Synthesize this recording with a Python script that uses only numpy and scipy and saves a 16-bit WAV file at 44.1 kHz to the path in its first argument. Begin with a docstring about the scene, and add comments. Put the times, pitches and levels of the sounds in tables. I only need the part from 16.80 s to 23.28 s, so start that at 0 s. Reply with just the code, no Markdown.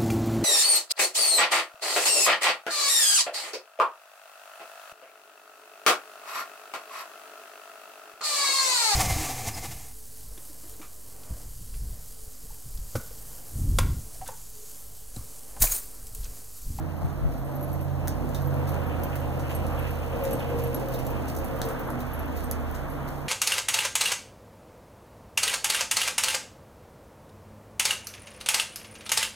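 """A ridden horse walks past on soft sand in a sheet-metal indoor arena: struck steel modes make the rings chink,
short cracks with crowded partials click the buckles, enveloped noise makes the hooves thud, crumble and scuff.
Outside a heavy vehicle drones by: engine lines and tyre howl sink slowly in pitch over shaped road noise.
A thin whine holds on top. The hand-held camera is bumped; its two ports, each subtracted, delayed,
from the other, widen the stereo image."""
import sys
import numpy as np
from scipy import signal
from scipy.fft import rfft, irfft, next_fast_len
from scipy.io import wavfile
from scipy.ndimage import map_coordinates

SR = 44100
rng = np.random.default_rng(int(sys.argv[2]) if len(sys.argv) > 2 else 0)


def generate_wav(signal):
    """Clip the signal to [-1, 1] and save it as 16-bit WAV at the path in sys.argv[1]."""
    frames = np.transpose(np.atleast_2d(signal))
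    scaled = np.clip(frames, -1, 1) * 32767
    pcm = np.round(scaled).astype(np.int16)
    wavfile.write(sys.argv[1], SR, pcm)


N = 285856
LEFT_RIGHT = np.array([[1], [-1]])  # opposite signs for the two ports

# Table levels are faders ahead of any trim in the function that plays them; spectra are relative.


def amp(db):
    """Decibels to gain."""
    return 10 ** (np.asarray(db) / 20)


def unit(x):
    """Scale to rms 1."""
    return x / np.sqrt(np.mean(x ** 2) + 1e-20)


def along(points, hz):
    """Read (f/Hz, value) points on a log frequency axis."""
    f, v = np.transpose(points)
    return np.interp(np.log(hz + 1), np.log(f + 1), v)


def curves(rows):
    """One automation curve, a value per sample, for each column after the time."""
    s, *cols = np.transpose(rows)
    return [np.interp(np.arange(N) / SR, s, c) for c in cols]


def wobble(rate):
    """A smooth random curve with rate knots a second."""
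    return map_coordinates(rng.standard_normal(2048), [np.arange(N) * rate / SR], mode="wrap")


def filtered(x, response):
    """Filter x by a complex response of frequency."""
    size = x.shape[-1]
    m = next_fast_len(size + 8192)
    return irfft(rfft(x, m) * response(np.fft.rfftfreq(m, 1 / SR)), m)[..., :size]


def coloured(x, spectrum):
    """Shape x by a spectrum and scale to rms 1."""
    return unit(filtered(x, lambda hz: amp(along(spectrum, hz))))


def add(track, s, sound):
    """Mix a sound into a track at s seconds."""
    start = max(0, round(s * SR))
    part = track[..., start:start + sound.shape[-1]]
    part += sound[..., :part.shape[-1]]


def blows(rows, rise, t60):
    """Envelope of soft blows that swell and die; rise and t60 in seconds."""
    track, t = np.zeros(N), np.arange(SR // 2) / SR
    shape = (1 - np.exp(-t / rise)) * amp(-60 * t / t60)
    for s, db in rows:
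        add(track, s - rise, amp(db) * shape / shape.max())
    return track


# Likeness of the noise at the two ports: f/Hz, correlation [-1 to 1]
PORT_LIKENESS = [(40, 0), (150, 0.38), (500, 0.59), (1200, 0.42), (2500, 0), (8000, 0.7)]


def rush(spectrum, lead=0):
    """Diffuse stereo noise, partly alike at the ports; the left one leads by an angle in radians."""
    def mid_side(hz):
        turn = np.arccos(np.clip(along(PORT_LIKENESS, hz), -1, 1)) / 2
        return amp(along(spectrum, hz)) * np.array([np.cos(turn), np.sin(turn)])
    mid, side = filtered(rng.standard_normal((2, N)), mid_side)
    ports = np.array([mid + side, mid - side])
    return unit(filtered(ports, lambda hz: np.exp(.5j * lead * LEFT_RIGHT)))


def tone(hz, lead, waver_db):
    """A wavering sine line of rms 1; room modes put the ports out of step (lead in radians)."""
    phase = 2 * np.pi * (np.cumsum(hz) / SR + rng.random())
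    skew = .5 * (lead + 0.45 * wobble(2.25)) * LEFT_RIGHT
    return unit(np.sin(phase + skew) * amp(waver_db * np.array([wobble(3.29), wobble(6)])))


# The engine slows: t/s, cycle rate f/Hz
ENGINE_CYCLE = [(0, 17.2), (1.5, 16.9), (2.7, 16.45), (4, 16.05), (5.2, 15.65), (6.48, 15.4)]
# Faders of engine orders 3, 5 (firing) and 8: t/s, level/dB
THIRD_ORDER = [(0, -48), (0.22, -55), (0.42, -39), (0.65, -36.5), (0.81, -50), (1.15, -42.5), (1.6, -42),
               (1.82, -55), (2.2, -43), (2.55, -54), (2.9, -41), (3.55, -45), (4.05, -51), (5.0, -46),
               (5.9, -42.5), (6.48, -52)]
FIRING_ORDER = [(0, -36.5), (0.3, -38), (0.7, -52), (0.92, -33.5), (1.45, -35), (1.9, -32.5), (2.25, -37),
                (3.05, -33.5), (3.54, -42), (3.87, -33.5), (4.03, -52), (4.25, -43.5), (4.6, -37),
                (4.98, -53), (5.4, -36.5), (5.9, -36), (6.1, -47.5), (6.48, -45)]
EIGHTH_ORDER = [(0, -42), (0.7, -35.5), (1.12, -31), (1.38, -40), (1.7, -30), (2.1, -39), (2.35, -34),
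                (2.9, -39.5), (3.25, -39.5), (3.5, -37), (3.85, -32), (4.8, -43), (5.15, -35), (5.5, -50),
                (6.48, -50)]
# Weaker engine lines: order [multiple of the cycle rate], level/dB
WEAK_LINES = [(6, -60), (9, -40), (10, -62), (11, -45.5), (15.5, -55), (18.5, -46.5)]
# A second drone that comes up late: t/s, f/Hz, level/dB
LATE_DRONE = [(3.5, 135.2, -54), (5.3, 135.7, -45.5), (5.8, 140, -47), (6.2, 140.3, -38),
              (6.48, 142.5, -35.5)]


def engine():
    """Engine lines at multiples of the cycle rate, so they sink together as it slows, plus a late drone."""
    cycle_hz, = curves(ENGINE_CYCLE)
    third_db, = curves(THIRD_ORDER)
    firing_db, = curves(FIRING_ORDER)
    eighth_db, = curves(EIGHTH_ORDER)
    drone_hz, drone_db = curves(LATE_DRONE)
    lines = amp(third_db + 7.5) * tone(3 * cycle_hz, lead=1.75, waver_db=2.7)
    lines += amp(firing_db + 4.0) * tone(5 * cycle_hz, lead=1.39, waver_db=1.0)
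    lines += amp(eighth_db + 1.5) * tone(8 * cycle_hz, lead=0.9, waver_db=3.15)
    lines += amp(drone_db) * tone(drone_hz, lead=0.8, waver_db=1.2)
    # the weak lines ride the firing order and sag by 2.5 dB a second
    load = unit(amp(firing_db)) * amp(-2.5 * np.arange(N) / SR)
    for order, db in WEAK_LINES:
        lines += load * amp(db) * tone(order * cycle_hz, lead=1.3, waver_db=3.0)
    return lines * amp([[-1.5], [0.7]])  # weaker at the left port


# Pitch of the upper howl tone: t/s, f/Hz
HOWL_PITCH = [(0, 588), (0.75, 580), (1.4, 573), (2.4, 558), (3.4, 545), (4.2, 539), (5, 533), (6.48, 528)]
# Faders of the upper and the lower howl tone: t/s, level/dB
UPPER_TONE = [(0.5, -58), (0.78, -41), (1.0, -52), (1.3, -44), (1.85, -54), (2.03, -41), (2.7, -53),
              (2.92, -41), (3.15, -59), (3.46, -35), (3.65, -47), (4.2, -40), (4.47, -56.5), (4.65, -42),
              (4.97, -43.5), (5.2, -76), (6.48, -70)]
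LOWER_TONE = [(0, -85), (1.6, -52), (1.8, -42.5), (2.2, -59), (2.75, -43.5), (3.3, -46), (3.45, -40.5),
              (3.6, -46.5), (3.77, -33.5), (4.0, -42.5), (4.25, -48.5), (4.65, -56), (4.85, -42),
              (5.35, -55.5), (5.77, -45), (6.1, -61)]
LOWER_SHARE = .869  # pitch of the lower tone as a share of the upper
PITCH_WAVER, BAND_KNOTS_PER_S = 0.01, 110  # pitch scatter as a share; more knots widen the noise band


def howl(near_db):
    """Tread noise: two wavering tones that sink in pitch, over a band of noise between them."""
    upper_hz, = curves(HOWL_PITCH)
    tones = 0
    for share, rows in [(1, UPPER_TONE), (LOWER_SHARE, LOWER_TONE)]:
        level_db, = curves(rows)
        pitch_hz = share * upper_hz * (1 + PITCH_WAVER * wobble(14))
        flutter = unit(amp(3 * wobble(16)))
        tones = tones + amp(level_db) * tone(pitch_hz, lead=0.8, waver_db=1.5) * flutter
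    centre_hz = np.sqrt(LOWER_SHARE) * upper_hz
    phase = 2 * np.pi * np.cumsum(centre_hz) / SR + .45 * LEFT_RIGHT
    noise = wobble(BAND_KNOTS_PER_S) + 1j * wobble(BAND_KNOTS_PER_S)
    band = unit(np.real(noise * np.exp(1j * phase)))
    return tones + amp(-52.5 + 0.81 * near_db) * band


# Spectra of roar, rumble and road hiss: f/Hz, level/dB
ROAR_COLOUR = [(150, 3), (280, -2), (390, -3), (560, 0.5), (720, 0.5), (1000, -5.5), (1400, -16),
               (2400, -46)]
RUMBLE_COLOUR = [(10, -37), (25, 0), (45, 2.5), (100, 0.5), (200, -1.5), (270, 4.5), (330, -1.5),
                 (400, -11.5), (700, -6), (2000, -111)]
ROAD_HISS_COLOUR = [(600, 0), (950, 2.5), (1250, 3), (1600, -1.5), (1950, -6), (2400, -9.5), (3500, -18),
                    (6000, -63)]
# Fader of the road hiss: t/s, level/dB
ROAD_HISS_LEVEL = [(0, -47.5), (1.4, -46.5), (2.0, -40), (2.35, -43), (2.95, -41), (4.1, -44),
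                   (4.65, -41.5), (4.95, -38.5), (5.8, -41.5), (6.15, -39.5), (6.48, -43)]


def road_noise(near_db):
    """Roar, hiss and rumble as shaped noise; roar and rumble grow slightly with the passing."""
    hiss_db, = curves(ROAD_HISS_LEVEL)
    roar = amp(-38 + 0.21 * near_db + 1.14 * wobble(13)) * rush(ROAR_COLOUR, lead=0.42)
    hiss = amp(hiss_db - 1.0 + 0.99 * wobble(8)) * rush(ROAD_HISS_COLOUR, lead=0.27)
    rumble = amp(-37.5 + 0.12 * near_db + 2.16 * wobble(6.4)) * rush(RUMBLE_COLOUR, lead=0.4)
    return roar + hiss + rumble


# Loudness contour of the passing vehicle, used about its mean: t/s, level/dB
PASSING_LEVEL = [(0, -62), (1.3, -42.5), (2.0, -30), (2.25, -35), (2.8, -33), (3.28, -33.5), (3.46, -22),
                 (3.6, -29), (3.78, -26.5), (4.5, -34.5), (4.89, -31.5), (5.34, -52), (5.8, -51),
                 (6.48, -49)]


def vehicle():
    """Engine, tyre howl and road noise, muffled by the walls."""
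    passing_db, = curves(PASSING_LEVEL)
    near_db = passing_db - passing_db.mean()
    return engine() + howl(near_db) + road_noise(near_db)


CLOSEST_S, CLOSEST_M, WALK_M_PER_S = 3.5, 1.86, 1.58


def horse_near_db():
    """Distance loss of the horse on a straight path past the camera: 0 dB at its closest."""
    along_m = WALK_M_PER_S * (np.arange(N) / SR - CLOSEST_S)
    return 20 * np.log10(CLOSEST_M / np.hypot(CLOSEST_M, along_m))


# Spectrum of sand grains: f/Hz, level/dB
SAND_COLOUR = [(800, -9.5), (2000, 7), (2800, -9.5), (4000, -0.5), (6000, 0), (8000, -1.5), (11000, 1),
               (13000, 0.5), (14700, 5.5), (15450, 6.5), (15900, -40)]


def grains(spread_db, size=40):
    """Clumps of sand grains, each about a millisecond long, of widely varying strength."""
    clumps = np.repeat(np.clip(rng.standard_normal(N // size + 1), -3, 3), size)[:N]
    return coloured(rng.standard_normal((2, N)) * amp(spread_db * clumps), SAND_COLOUR)


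def sand_hiss(near_db):
    """A bed of sand grains that swells gently as the horse comes near."""
    return amp(-50.5 + 0.49 * near_db + 0.24 * wobble(9)) * grains(spread_db=2.5)


def grit(near_db):
    """Single grit and leather ticks, mostly tiny, a few standing out, rising as the horse comes near."""
    track, t = np.zeros(N), np.arange(SR // 200) / SR
    for when, size in rng.random(size=(420, 2)):
        strength = min(-np.log(1 - size), 3.4)
        tick = amp(4 * strength - 60 * t / 0.0012) * rng.standard_normal(len(t))
        add(track, when * N / SR, tick)
    return amp(-67.5 + 2.1 * near_db) * coloured(track, SAND_COLOUR)


# Spectrum of brushing legs and saddle: f/Hz, level/dB
SWISH_COLOUR = [(1200, 5.5), (2200, 7.5), (2650, 15.5), (3200, 4), (4200, -17.5), (7000, -37)]


def swish(near_db):
    """Legs and saddle brush as fluttering noise, louder as the horse comes near."""
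    return amp(-49 + 1.38 * near_db + 2.5 * wobble(30)) * rush(SWISH_COLOUR)


def whine():
    """A thin steady sine at the top of the treble."""
    return amp(-70) * np.sin(2 * np.pi * 14000 * np.arange(N) / SR)


# The hand shifts on the camera: t/s, level/dB
HAND_BUMPS = [(0.025, -30), (0.24, -21.5), (0.425, -25), (0.465, -22)]


def handling():
    """Dull bumps rock the camera body, pushing one port in as the other pulls back."""
    colour = [(20, 0), (55, 13), (85, 15), (140, 9.0), (240, -9), (450, -39), (1500, -57)]  # f/Hz, level/dB
    boom = coloured(rng.standard_normal(N), colour)
    return blows(HAND_BUMPS, rise=0.0134, t60=0.19) * boom * np.array([[-amp(4)], [amp(-5.5)]])


# Steps, nearly three a second, each kicking up sand: t/s, level/dB
STEP_HITS = [(0.219, -65), (0.517, -67), (1.546, -62), (1.877, -57.5), (2.354, -65), (2.699, -60.5),
             (3.077, -64), (3.452, -57), (3.786, -59), (4.125, -59), (4.485, -58), (4.827, -60),
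             (4.99, -69), (5.199, -64), (5.566, -58), (5.947, -65), (6.281, -59.5)]


def spray():
    """Each step sprays sand grains, and again more softly as the toe drags 66 ms later."""
    drags = [(s + 0.066, db - 9) for s, db in STEP_HITS]
    return amp(13.0) * blows(list(STEP_HITS) + drags, rise=0.0099, t60=0.24) * grains(spread_db=5)


# A hoof sinks in and crumbles the packed sand: t/s, level/dB
CRUMBLE_HITS = [(0.22, -50), (2.92, -40), (3.39, -44), (4.87, -42), (5.08, -39), (5.15, -43)]
# Spectrum of the crumbling: f/Hz, level/dB
CRUMBLE_COLOUR = [(400, -23), (700, 7), (1300, 1.5), (1900, -9.5), (2800, -36), (5000, -48)]


def crumble():
    """Packed sand gives way: rough, low-mid noise under soft blows."""
    rough = unit(amp(2.4 * wobble(300)) * rush(CRUMBLE_COLOUR, lead=0.27))
    return blows(CRUMBLE_HITS, rise=0.023, t60=0.33) * rough


# Clear chinks of the steel rings: t/s, level/dB, low mode level/dB, high mode level/dB
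RING_CHINKS = [(0.25, -50, 3, -9), (0.578, -43, 0, -8), (0.648, -43, 3, -18), (0.755, -34, -28, -5),
               (0.81, -34, -22, -24), (0.827, -30, -26, -20), (0.881, -41, -24, -24),
               (0.931, -32.5, -13, -26), (1.012, -38, -5, -17), (1.621, -38, -21, -17), (1.671, -39, -7, 1),
               (1.742, -41, -15, -15), (1.894, -33, -16, -20), (2.067, -38, -19, -38),
               (2.236, -29, -29, -6), (2.400, -38, -5, -8), (2.724, -40, -5, -18), (2.749, -27, 1, -22),
               (2.755, -40, 10, -15), (2.79, -44, -13, -20), (2.946, -43, -14, -16), (2.99, -34, 0, -23),
               (3.107, -34.5, -5, -11), (3.436, -28, -13, -8), (3.508, -36, -5, -16),
               (3.531, -26, 0.5, -21), (3.603, -45, -4, -14), (3.691, -40, -10, -14),
               (3.792, -39, -14, -16), (3.838, -29.5, -12, -19), (3.874, -37, 0, -18),
               (3.945, -22, -26, -24), (4.19, -36, -25, -11), (4.268, -35, -22, -14), (4.644, -35, 1, -26),
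               (5.102, -46, -7, -14), (5.334, -33, -32, -20), (5.392, -30.5, -27, -24), (5.642, -38, 9, -4),
               (6.1, -37, -5, -18)]
# Modes of the rings: f/Hz, level/dB, t60/s
RING_MODES = [(8530, -1.5, 0.032), (11650, -1.5, 0.03), (11720, 1, 0.009), (13670, -4.5, 0.028),
              (5860, -23, 0.032), (11060, -11, 0.015), (12100, -7, 0.018)]
# Spectrum of a hard contact's snap: f/Hz, level/dB
SNAP_COLOUR = [(2000, -24), (3500, -22.5), (4800, 5.5), (5700, 6.5), (7500, 6.5), (9500, 6.5), (11500, 4),
               (13500, -8), (16000, -20)]
CRACK_T60_S = .0034  # decay of a bare contact


def rings():
    """Steel rings strike, then rebound twice within milliseconds; leather damps the modes quickly."""
    track, t = np.zeros(N), np.arange(SR // 8) / SR
    hz, mode_db, t60 = np.transpose(RING_MODES)[:, :, None]
    strikes = list(RING_CHINKS)
    # four faint tinkles of the curb chain scatter around each clear chink, before or after it
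    for s in np.repeat([row[0] for row in RING_CHINKS], 4):
        strikes.append((s + rng.normal(0, .06), rng.uniform(-55, -45), rng.uniform(-40, 2.9), -11))
    for s, db, low_db, high_db in strikes:
        blow_db = np.zeros_like(hz)
        blow_db[0], blow_db[3] = low_db - 5.0, high_db + 6.5
        tick = coloured(rng.standard_normal(len(t)), SNAP_COLOUR) * amp(-60 * t / CRACK_T60_S)
        add(track, s, amp(db - 13.5) * tick)
        rebounds = [(0, 0), (rng.uniform(0.002, .007), -5), (rng.uniform(0.0071, 0.024), -14)]
        for delay_s, drop_db in rebounds:
            pitch_hz = hz * (1 + rng.normal(0, 0.0084, hz.shape))  # detuned from blow to blow
            level_db = mode_db + blow_db + rng.normal(0, 1.6, hz.shape)
            modes = amp(level_db - 60 * t / t60) * np.sin(2 * np.pi * pitch_hz * t)
            onset = 1 - np.exp(-t / .001)
            add(track, s + delay_s, amp(db + drop_db - 3) * modes.sum(0) * onset)
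    return track


# Decay of the arena: f/Hz, t60/s
HALL_DECAY = [(200, 0.19), (2000, 0.19), (6000, 0.21), (14000, 0.08)]


def hall(x):
    """The arena's tail: noise with a separate decay in each band, quickest at the top of the treble."""
    hz, t, z = signal.stft(rng.standard_normal((2, SR)), SR, nperseg=256)
    decay = amp(-60 * t / along(HALL_DECAY, hz)[:, None])
    tail = signal.istft(z * decay, SR, nperseg=256)[1]
    return signal.fftconvolve(x[None], tail / np.linalg.norm(tail[0]), axes=1)[:, :N]


# A ring swings free and sings on: t/s, level/dB
FREE_SWINGS = [(0.83, -48), (5.334, -51), (6.10, -55)]
# Modes of the free ring: f/Hz, level/dB, t60/s
FREE_MODES = [(10508, 0, .3), (11010, -7, .15)]


def free_ring():
    """A ring hangs clear of the leather and keeps ringing, chattering against its neighbour."""
    track, t = np.zeros(N), np.arange(SR // 2) / SR
    ring = sum(amp(db - 60 * t / t60) * np.sin(2 * np.pi * hz * t) for hz, db, t60 in FREE_MODES)
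    for s, db in FREE_SWINGS:
        add(track, s, amp(db + 0.5) * ring)
    return track * (1 + .6 * wobble(260))


def crack(size, lead):
    """A contact of a millisecond or so, lead samples in, that holds every frequency equally."""
    t = (np.arange(size) - lead) / SR
    fade = (t >= 0) * amp(-60 * np.abs(t) / CRACK_T60_S)
    phase = np.angle(rfft(rng.standard_normal(size) * fade))
    return irfft(np.exp(1j * phase), size) * np.linalg.norm(fade)


def partials(size):
    """The crowded, uneven partials of a small steel part, spaced 129 Hz on average."""
    bins = size // 2 + 1
    sounding = rng.random(bins) < SR / size / 129
    return irfft(sounding * np.exp(2j * np.pi * rng.random(bins)), size)


# Buckles and bit knocking: t/s, snap level/dB, then relative to the snap:
# knock level/dB, body level/dB, chime level/dB, ping level/dB, ringing level/dB
BUCKLE_CLICKS = [(1.2744, -25.5, -3, -7, -16, -2, -21), (1.2811, -20.5, -8, -16, -7, 3, -24),
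                 (1.4905, -43, -14, -12, -2, 0, -10), (1.547, -30.5, -12, -6, -8, 0, -9.5),
                 (1.8745, -42, -14, -8, -6, -4, -14), (1.906, -42, -16, -8, -6, -1, -18),
                 (2.117, -52, -14, -10, -9, 0, -20), (2.235, -29.5, -18, -18, -10, -4, -25),
                 (2.356, -37.5, 8.5, -9, -3, 9, -13), (2.363, -44, -10, -9, -4, 6, -20),
                 (2.596, -36.5, -14, -9, -8, -3, -11), (2.716, -35, 0, -9, -8, -7, -16),
                 (2.867, -35.5, -14, -4, 2, 2, -20), (3.443, -33, -16, -16, -8, 3, -18),
                 (3.4525, -28.5, -19, -12, -12, -6, -26), (3.484, -48, -16, -14, -8, 5, -18),
                 (3.5095, -37, -16, -12, -6, 1, -8), (3.5945, -39.5, -18, -5, -12, -3, -7),
                 (3.7883, -37, -12, -6, -6, 2, -18), (3.9458, -32, -14, -6, -12, -8, -23),
                 (3.9985, -39, -16, -10, -6, 4, -13), (4.086, -36.5, -14, -8, -2, 9, -18),
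                 (4.118, -45, -14, -8, -4, 9, -21), (4.1413, -38.5, -12, -1, -2, 7, -8),
                 (4.1905, -40, -16, -8, -6, 2, -7), (4.251, -41, -16, -12, -4, 4, -12),
                 (4.2672, -32, -16, -14, 2, 4, -19), (4.304, -42, -16, -14, -8, 9, -10),
                 (4.485, -29.5, -13, -17, -12, -5, -16), (4.5525, -38, -16, -12, -6, 1, -16),
                 (4.565, -32.5, -13, -14, -8, 5, -12.5), (4.5878, -35, -20, -14, 1, 3, -20),
                 (4.645, -37, -16, -12, -3, 6, -12), (4.761, -40, -16, -8, -2, 2, -15),
                 (4.7895, -44, -16, -12, -6, 8, -22), (4.8169, -20, -3.5, -2.5, -19, -4, -27),
                 (4.853, -40, -14, -10, -8, 9, -11), (4.888, -33, -14, -14, -12, 3, -12.5),
                 (4.912, -43, -14, -13, -4, 8, -13), (4.9945, -51, -14, -19, -5, 18, -6),
                 (5.103, -35.5, -14, -14, 2, 0, -18), (5.205, -37, -14, -3, -9, 6, -15),
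                 (5.3485, -43, -14, -14, 7, 6, -22), (5.523, -52, -14, -10, -6, 2, -22),
                 (5.528, -46, -14, -10, -6, 4, -22), (5.5665, -45, -14, -10, 1, 12, -11),
                 (5.6074, -36, -16, -7, -10, -6, -20), (5.7128, -20, -25, -20, 4, 2, -33),
                 (5.913, -41, -14, -12, 0, 9, -25), (5.921, -52, -14, -10, -5, 1, -24),
                 (5.949, -40.5, -17, -11, -10, -1, -5)]
# Spectra of a click's knock, body, chime and ping: f/Hz, level/dB
KNOCK_COLOUR = [(900, -17), (1400, 2), (1660, 8), (2000, -3), (2800, -17)]
BODY_COLOUR = [(1500, -24), (2200, -10), (2900, -1), (3700, 4), (4500, -0.5), (5500, 4.5), (8000, -40)]
CHIME_COLOUR = [(9500, -41), (10900, -8), (11350, -3), (11900, -11), (13000, -40)]
PING_COLOUR = [(11500, -40), (12700, 21), (13700, 15), (14900, 20), (16000, 3), (16800, -8)]


def buckles():
    """Hard dry contacts: a very short crack, weighted over five registers, as the steel rings briefly."""
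    track, size, lead = np.zeros(N), 4096, 128
    t, hz = (np.arange(size) - lead) / SR, np.fft.rfftfreq(size, 1 / SR)
    colours = (SNAP_COLOUR, KNOCK_COLOUR, BODY_COLOUR, CHIME_COLOUR, PING_COLOUR)
    registers = np.array([unit(amp(along(colour, hz))) for colour in colours])
    for s, db, knock_db, body_db, chime_db, ping_db, ring_db in BUCKLE_CLICKS:
        weights = amp([[0], [knock_db], [body_db], [chime_db], [ping_db]])
        colour = np.linalg.norm(weights * registers, axis=0)
        decay = (t >= 0) * amp(ring_db + 1.0 - 60 * np.abs(t) / 0.1)  # t60 0.1 s
        ring = unit(partials(size)) * decay
        click = irfft(rfft(crack(size, lead) + ring) * colour, size)
        add(track, s - lead / SR, amp(db - 2.5) * click)
    return track


# The heavier hoof falls: t/s, thud level/dB, hollow note level/dB
HEAVY_STEPS = [(1.435, -25, -35.5), (3.719, -22.5, -40), (3.975, -21, -40), (5.171, -39, -33.5),
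               (5.69, -34, -36.5)]
# Spectrum of a hoof on soft ground: f/Hz, level/dB
THUD_COLOUR = [(50, -0.5), (170, -44), (280, 20), (400, 14), (1200, -27)]


def thuds():
    """Heavy steps: a soft burst of low noise and a slower hollow note, weaker at the left port."""
    soft_rows = [(s, db) for s, db, _ in HEAVY_STEPS]
    hollow_rows = [(s, db) for s, _, db in HEAVY_STEPS]
    soft = amp(-13.5) * blows(soft_rows, rise=0.026, t60=0.36) * rush(THUD_COLOUR, lead=0.55)
    note = tone(np.full(N, 242.5), lead=1.0, waver_db=1.0)
    hollow = blows(hollow_rows, rise=0.068, t60=0.84) * note
    return soft + hollow * amp([[-6], [0]])


# A hoof or a leg scuffs: t/s, level/dB
SCUFF_HITS = [(2.11, -48), (2.34, -47), (2.71, -45), (2.99, -45), (3.06, -43.5), (3.43, -56), (3.62, -44),
              (4.88, -54)]


def scuffs():
    """A hoof or leg scrapes: roughened swish noise under soft blows."""
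    rough = unit(amp(5 * wobble(700)) * rush(SWISH_COLOUR))
    return blows(SCUFF_HITS, rise=0.02, t60=0.22) * rough


def hooves():
    """Sand, grit and brushing follow the horse's distance; the single hoof sounds keep their own levels."""
    near_db = horse_near_db()
    bed = sand_hiss(near_db) + grit(near_db) + swish(near_db)
    return bed + spray() + crumble() + thuds() + scuffs()


def scene():
    """Tack and hooves in the arena, over the drone from outside."""
    tack = rings() + free_ring() + buckles()
    lag_s = 1.3e-5  # the tack reaches the left port later
    direct = filtered(tack, lambda hz: np.exp(-1j * np.pi * hz * lag_s * LEFT_RIGHT))
    return direct + amp(-3.5) * hall(tack) + hooves() + vehicle() + handling() + whine()


# Response of the left port against the right one: f/Hz, level/dB
LEFT_SHADE = [(60, -4.5), (140, -4), (250, -1), (450, 2), (1200, -1), (4000, -2), (7000, -5), (10000, -8),
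              (15000, -9)]
# Share of each port subtracted from the other: f/Hz, share [0-1]
CROSS_SHARE = [(100, 0.022), (600, 0.24), (1300, 0.28), (2500, 0.57), (4000, 0.85), (8000, 0.39),
               (14000, 0.81)]
PORT_DELAY_S, TOP_HZ = .000392, 16050


def record(dry):
    """The left port is shaded in the treble; each port is subtracted, delayed, from the other; then a band limit."""
    def cross_response(hz):
        return np.clip(along(CROSS_SHARE, hz), 0, 1) * np.exp(-2j * np.pi * hz * PORT_DELAY_S)
    left = filtered(dry[0], lambda hz: amp(along(LEFT_SHADE, hz)))
    ports = np.array([left, dry[1]])
    wide = ports - filtered(ports[::-1], cross_response)
    return filtered(wide, lambda hz: 1 / np.sqrt(1 + (hz / TOP_HZ) ** 140))


dry = scene()
out = record(dry)
generate_wav(out)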